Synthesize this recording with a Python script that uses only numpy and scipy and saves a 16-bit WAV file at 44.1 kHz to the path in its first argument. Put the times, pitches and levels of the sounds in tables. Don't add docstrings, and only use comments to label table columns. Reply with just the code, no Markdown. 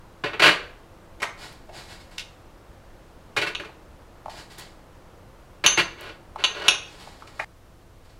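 import sys
import numpy as np
from scipy import signal
from scipy.fft import rfft, irfft
from scipy.io import wavfile

SR = 44100
rng = np.random.default_rng(int(sys.argv[2]) if len(sys.argv) > 2 else 0)


def int16_out(signal):
    q = np.round(np.clip(np.atleast_2d(signal).T, -1, 1) * 32767)
    wavfile.write(sys.argv[1], SR, q.astype(np.int16))


N = 361179
TIME = np.arange(N) / SR
HZ = np.fft.rfftfreq(4096, 1 / SR) + 1
CUT_S, CUT_LENGTH_S = 7.446, 0.5


def tray(treble_hz=5000, bass_hz=700, rise_s=0.001, rock_s=0.05, rock_loss_db=4):
    # start_s, level_db, hold_s, rattle_t60_s, landings, treble_db, bass_db
    knocks = [(0.237, -22, .002, 0.21, 1, -1, 9.5), (0.332, -29, .002, 0.16, 1, -6, 10),
              (0.395, -19, .008, .15, 1, 6, 3.5), (0.4194, -12.5, .06, 0.2, 1, 4.5, 1),
              (3.364, -20, 0.012, 0.14, 3, 8, 5), (3.596, -35, 0.0018, 0.16, 2, 8, 15),
              (5.639, -19, 0.0058, 0.27, 1, 4, 0.5), (5.774, -16.5, 0.026, 0.11, 1, 5, 2.5)]
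    out, t, body_db = np.zeros(N), np.arange(SR // 3) / SR, sheet_metal_db()
    for start_s, db, hold_s, t60, landings, treble_db, bass_db in knocks:
        shelves_db = treble_db / (1 + (treble_hz / HZ) ** 4) + bass_db / (1 + (HZ / bass_hz) ** 2)
        metal = impulse(body_db + shelves_db)
        for k in range(round(landings)):
            chatter = grains(len(t), per_s=9000, spread_db=2) * held(t, hold_s, t60, rise_s)
            add(out, start_s + k * rock_s, amp(db - k * rock_loss_db) * signal.fftconvolve(chatter, metal))
    return out


def sheet_metal_db():
    # frequency_hz, level_db
    colour = [(59, -47.5), (100, -11.5), (249, -15.5), (322, -5.5), (570, -1), (784, -5), (1030, -1.5),
              (1280, 0), (1480, 2), (1760, 1), (2750, 0.5), (4570, -10), (5420, -21), (7140, -23.5),
              (16000, -43)]
    # pitch_hz, width_hz, lift_db
    modes = [(170, 40, 3), (345, 60, 5), (440, 40, 3), (588, 50, 5), (1070, 60, 4), (1475, 70, 4),
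             (1643, 40, 4), (2030, 80, 3), (2240, 50, 3), (2385, 50, 4), (2670, 140, 3), (2900, 120, 3),
             (4450, 500, 4), (5750, 150, 5), (9700, 700, 4), (14700, 800, 4)]
    return read(colour, HZ) + sum(db / (1 + (2 * (HZ - hz) / width) ** 2) for hz, width, db in modes)


def clinks(first_gap_s=0.0038, gap_ratio=0.83, jitter=0.092, bounce_loss_db=1.2, hardness_share=0.3):
    # start_s, contacts, crack_db, first_ring_db, second_ring_db, hardness_db (lift above 5 kHz)
    collisions = [(1.2306, 1, -19, -40, -58, 5), (2.181, 1, -24, -36, -37, -6),
                  (3.5503, 2, -16, -32, -31, -9.5), (5.6632, 1, 7.5, -16, -33.5, 14),
                  (6.4397, 6, -3.5, -18, -42, -2.5), (6.6825, 2, 3.5, -25.5, -11, 3.5)]
    # pitch_hz, level_db, free_t60_s
    first_dish = [(1330, -9, .04), (1857, -9, .03), (2520, -9, .1), (2735, -1, .075), (3047, -2, .04),
                  (3350, -3, .025), (3720, -4, .025), (3989, -6, .025), (4382, -1, .025), (4600, -4, .02),
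                  (5972, -12, .11), (6257, -4, .12), (6340, -1, .02), (6760, -7, .018), (10430, -14, .035),
                  (10640, -14, .02), (15610, -33, .03)]
    second_dish = [(1281, -10, .07), (1475, -13, .07), (2541, -3, .19), (2640, -1, .07), (2859, 0, .05),
                   (3278, -1, .035), (3634, -4, .03), (4172, -6, .035), (5000, -12, .015), (5556, -8, .1),
                   (5720, -5, .022), (6132, -4, .02), (6450, -5, .02), (9528, -7, .018), (9800, -11, .016),
                   (10740, -7, .018), (14660, -34, .03)]
    # frequency_hz, level_db
    colour = [(100, -29), (500, -13.5), (1200, -3), (2100, -8.5), (2800, 4), (4100, -0.5), (5300, -22),
              (6400, -6.5), (8500, -28.5), (10600, -23.5), (13000, -44), (16000, -52.5)]
    cracks, rings = np.zeros(N), np.zeros(N)
    for at_s, contacts, crack_db, first_db, second_db, hardness_db in collisions:
        add(rings, at_s, amp(first_db) * dish_ring(first_dish, hardness_db))
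        add(rings, at_s, amp(second_db) * dish_ring(second_dish, hardness_db))
        crack = impulse(read(colour, HZ) + hardness_share * hardness_db * above_5k(HZ))
        crack /= abs(crack).max()
        for k in range(round(contacts)):
            add(cracks, at_s, amp(crack_db - k * bounce_loss_db) * crack)
            at_s += first_gap_s * gap_ratio ** k * (1 + jitter * rng.uniform(-1, 1))
    return cracks, rings


def dish_ring(modes, hardness_db, rise_s=0.00074, grip_t60=0.22):
    t = np.arange(SR // 2) / SR
    free = np.zeros(len(t))
    for k, (hz, db, t60) in enumerate(modes):
        gain = (-1) ** k * amp(db + hardness_db * above_5k(hz))
        free += gain * struck(t, t60, rise_s) * np.sin(2 * np.pi * hz * t)
    return free * dying(t, grip_t60)


def worktop_taps(t60_at_1khz=0.032, edge_t60=0.057, rise_s=0.0007, focus_db=45):
    # start_s, level_db, centre_hz, scratchy_edge_db, room_send_db
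    pushes = [(1.2012, -39, 1820, 3, 2), (1.2195, -21.5, 1150, 0.5, 3), (1.2289, -16, 1770, 1, -1.5),
              (1.690, -37, 756, -10, 2.5), (3.599, -25, 1900, -16.5, -1), (3.635, -30.5, 1190, -22, -5),
              (3.691, -37, 897, -21, -4), (4.258, -22.5, 900, -18, -14), (4.2805, -26, 864, -18, -1),
              (5.646, -29, 170, -30, -4), (5.788, -28, 183, -33.5, -0.5), (6.358, -20.5, 967, -19, -5),
              (7.072, -31, 890, -32, -6), (7.222, -30.5, 1130, -13, -1), (7.3935, -22.5, 1230, -11, 2.5),
              (7.397, -15, 1980, -14, 1), (7.397, -22.5, 844, -23, 0)]
    # pitch_hz, level_db
    modes = [(125, -7.5), (168, -4.5), (635, 5.5), (790, -1.5), (885, -4.5), (1085, -6), (1280, -1.5),
             (1570, -6.5), (1820, -2.5), (2080, -7), (2450, -6)]
    # frequency_hz, level_db
    colour = [(80, -21.5), (200, -8.5), (800, 8), (2500, 2.5), (5000, -8.5), (10000, -14.5), (15000, -30.5)]
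    edge_response = impulse(read(colour, HZ)) / 2
    out, to_room, t = np.zeros(N), np.zeros(N), np.arange(SR // 6) / SR
    for start_s, db, centre_hz, edge_db, room_db in pushes:
        t60 = t60_at_1khz * np.sqrt(1000 / centre_hz)
        body = np.zeros(len(t))
        for k, (hz, mode_db) in enumerate(modes):
            octaves = np.log2(hz / centre_hz)
            body += (-1) ** k * amp(mode_db - focus_db * octaves ** 2) * np.sin(2 * np.pi * hz * t)
        scratch = grains(len(t), per_s=7900, spread_db=3.5) * dying(t, edge_t60)
        edge = signal.fftconvolve(scratch, edge_response)[:len(t)]
        tap = amp(db) * (body * struck(t, t60, rise_s) + amp(edge_db) * edge)
        add(out, start_s, tap)
        add(to_room, start_s, amp(room_db) * tap)
    return out, to_room


def slides(rise_s=0.015, stop_t60=0.18):
    # start_s, length_s, final_level_db, growth_db
    strokes = [(5.969, 0.13, -40, 3.5), (6.376, 0.19, -44, -7.5), (6.547, .16, -29.5, 9)]
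    # frequency_hz, level_db
    foot = [(150, -2), (500, 3), (1200, 0), (2200, -5.5), (4000, -1.5), (6000, 0.5), (14000, -0.5)]
    push, t = np.zeros(N), np.arange(SR // 2) / SR
    for start_s, length_s, db, growth_db in strokes:
        ramp_db = db + growth_db * np.minimum(t / length_s - 1, 0)
        add(push, start_s, amp(ramp_db) * held(t, length_s, stop_t60, rise_s))
    slips = grains(N, per_s=2100, spread_db=1) * push
    return signal.oaconvolve(slips, impulse(sheet_metal_db() + read(foot, HZ)))[:N]


def cloth_rustle():
    # start_s, level_db, swell_s, fade_t60_s
    swishes = [(1.35, -42.5, 0.091, 0.47), (1.70, -43, 0.085, 0.51), (1.86, -46.5, 0.068, 0.27),
               (1.99, -55.5, .018, 0.4), (2.105, -53.5, 0.013, 0.8), (4.292, -43, 0.0091, 0.21),
               (4.31, -44, .09, 0.26), (4.495, -48.5, 0.015, 0.53), (4.575, -43, 0.014, 0.35),
               (6.80, -51.5, 0.15, 0.9), (6.985, -51, 0.024, 0.94), (7.198, -62, 0.0049, .3),
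               (7.268, -54.5, 0.0088, 0.2), (7.30, -51, 0.15, 0.22), (8.03, -60.5, 0.026, 0.2),
               (8.089, -60.5, .012, .33)]
    # frequency_hz, level_db
    colour = [(530, -2.5), (900, 1), (1190, -3.5), (1970, -1), (2120, -3), (2890, -5.5), (4570, -2),
              (6030, -13), (7060, -9), (10200, -17), (16000, -30)]
    motion, t = np.zeros(N), np.arange(SR) / SR
    for start_s, db, swell_s, t60 in swishes:
        swell = np.sin(np.pi / 2 * np.minimum(t / swell_s, 1)) ** 2
        add(motion, start_s, amp(db) * swell * dying(np.maximum(t - swell_s, 0), t60))
    fibres = grains(N, per_s=9000, spread_db=2.5) * motion
    return signal.oaconvolve(fibres, impulse(read(colour, HZ)))[:N]


def ticks(low_skirt_db=8, high_skirt_db=6):
    # start_s, level_db, t60_s, centre_hz
    releases = [(1.2005, -39.5, .025, 3500), (1.525, -52, .053, 8000), (2.180, -29.5, 0.11, 3060),
                (4.518, -49, .062, 7900), (4.584, -37.5, 0.068, 8700), (6.008, -39.5, 0.019, 10000),
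                (6.041, -46, .017, 10100), (7.271, -36.5, .03, 2400)]
    out, t = np.zeros(N), np.arange(SR // 4) / SR
    for start_s, db, t60, centre_hz in releases:
        octaves = np.log2(HZ / centre_hz)
        colour_db = np.where(octaves < 0, low_skirt_db * octaves,
                             -high_skirt_db * (octaves + octaves ** 2 / 2))
        burst = grains(len(t), per_s=5100, spread_db=9) * dying(t, t60)
        add(out, start_s, amp(db) * signal.fftconvolve(burst, impulse(colour_db)))
    return out


def kitchen(x, gap_s=0.0013, build_s=0.0016, near_db=3, near_t60=0.075):
    # frequency_hz, t60_s
    decay_times = [(150, 0.7), (400, 0.54), (1000, 0.48), (2800, 0.42), (7000, 0.37), (15000, 0.2)]
    reflections = grains(SR * 3 // 4, per_s=5000, spread_db=4)
    hz, t, bands = signal.stft(reflections, SR, nperseg=256)
    tail = signal.istft(bands * dying(t, read(decay_times, hz)[:, None]), SR)[1]
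    t = np.arange(len(tail)) / SR
    tail *= np.clip((t - gap_s) / build_s, 0, 1)
    tail *= 1 + amp(near_db) * dying(t, near_t60)
    return signal.oaconvolve(x, tail / np.linalg.norm(tail))[:N]


def room_tone(noise_db=-48.5, late_db=-5, rumble_hz=150, hiss_hz=3000):
    # frequency_hz, level_db
    colour = [(8.8, -31.5), (15, 1), (103, -7.5), (130, -10.5), (277, -16.5), (340, -11), (382, -17.5),
              (527, -13), (592, -16), (1190, -20.5), (2330, -30.5), (2700, -31), (3410, -33.5),
              (14200, -45.5), (16000, -49)]
    # pitch_hz, level_db
    tones = [(98, -66), (183, -70.5), (264, -74), (341, -71.5), (657, -77)]
    hz = np.fft.rfftfreq(N, 1 / SR)
    spectrum = rfft(rng.standard_normal(N)) * amp(read(colour, hz))
    noise = amp(noise_db) * unit(irfft(spectrum, N))
    mid_band = 1 / (1 + (hz / hiss_hz) ** 2) - 1 / (1 + (hz / rumble_hz) ** 2)
    middle = irfft(rfft(noise) * mid_band, N)
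    hum = sum(amp(db) * np.sqrt(2) * np.sin(2 * np.pi * (f * TIME + rng.random())) for f, db in tones)
    return noise - middle + middle * amp(late_db * (TIME > CUT_S)) + hum


def grains(size, per_s, spread_db):
    chance = rng.random(size)
    weight = np.minimum(rng.exponential(1, size), 4)
    sign = rng.choice([-1, 1], size)
    return unit((chance < per_s / SR) * sign * amp(spread_db * weight))


def impulse(db):
    log_gain = np.log(amp(np.maximum(db, db.max() - 100)))
    mirrored = np.r_[log_gain, log_gain[-2:0:-1]]
    response = np.fft.ifft(np.exp(np.conj(signal.hilbert(mirrored)))).real
    return response / np.linalg.norm(response)


def dying(t, t60):
    return np.exp(-np.log(1000) * t / np.maximum(t60, 1e-3))


def held(t, hold_s, t60, rise_s):
    return (1 - np.exp(-t / rise_s)) * dying(np.maximum(t - hold_s, 0), t60)


def struck(t, t60, rise_s):
    return held(t, 0, t60, rise_s)


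def above_5k(hz):
    return 1 / (1 + (5000 / hz) ** 12)


def read(points, hz):
    f, value = np.transpose(points)
    return np.interp(np.log(hz + 1), np.log(f + 1), value)


def amp(db):
    return 10 ** (np.asarray(db) / 20)


def unit(x):
    return x / np.sqrt(np.mean(x ** 2) + 1e-20)


def add(mix, start_s, sound):
    part = mix[round(start_s * SR):][:len(sound)]
    part += sound[:len(part)]


def scene():
    metal = tray() + slides()
    cloth = cloth_rustle() + ticks()
    taps, taps_to_room = worktop_taps()
    cracks, rings = clinks()
    direct = metal + cloth + taps + cracks + amp(-5.5) * rings
    echo = kitchen(amp(-5.5) * metal + amp(-4) * (cloth + cracks) + taps_to_room + amp(-1) * rings)
    heard = (TIME < CUT_S) | (TIME > CUT_S + CUT_LENGTH_S)
    return ((direct + echo) * heard + room_tone())[None]


def record(dry, knee=5, cutoff_hz=15900):
    overloaded = dry / (1 + abs(dry) ** knee) ** (1 / knee)
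    low_pass = signal.firwin(511, cutoff_hz, window=("kaiser", 9), fs=SR)
    return signal.oaconvolve(overloaded, low_pass[None], "same")


dry = scene()
out = record(dry)
int16_out(out)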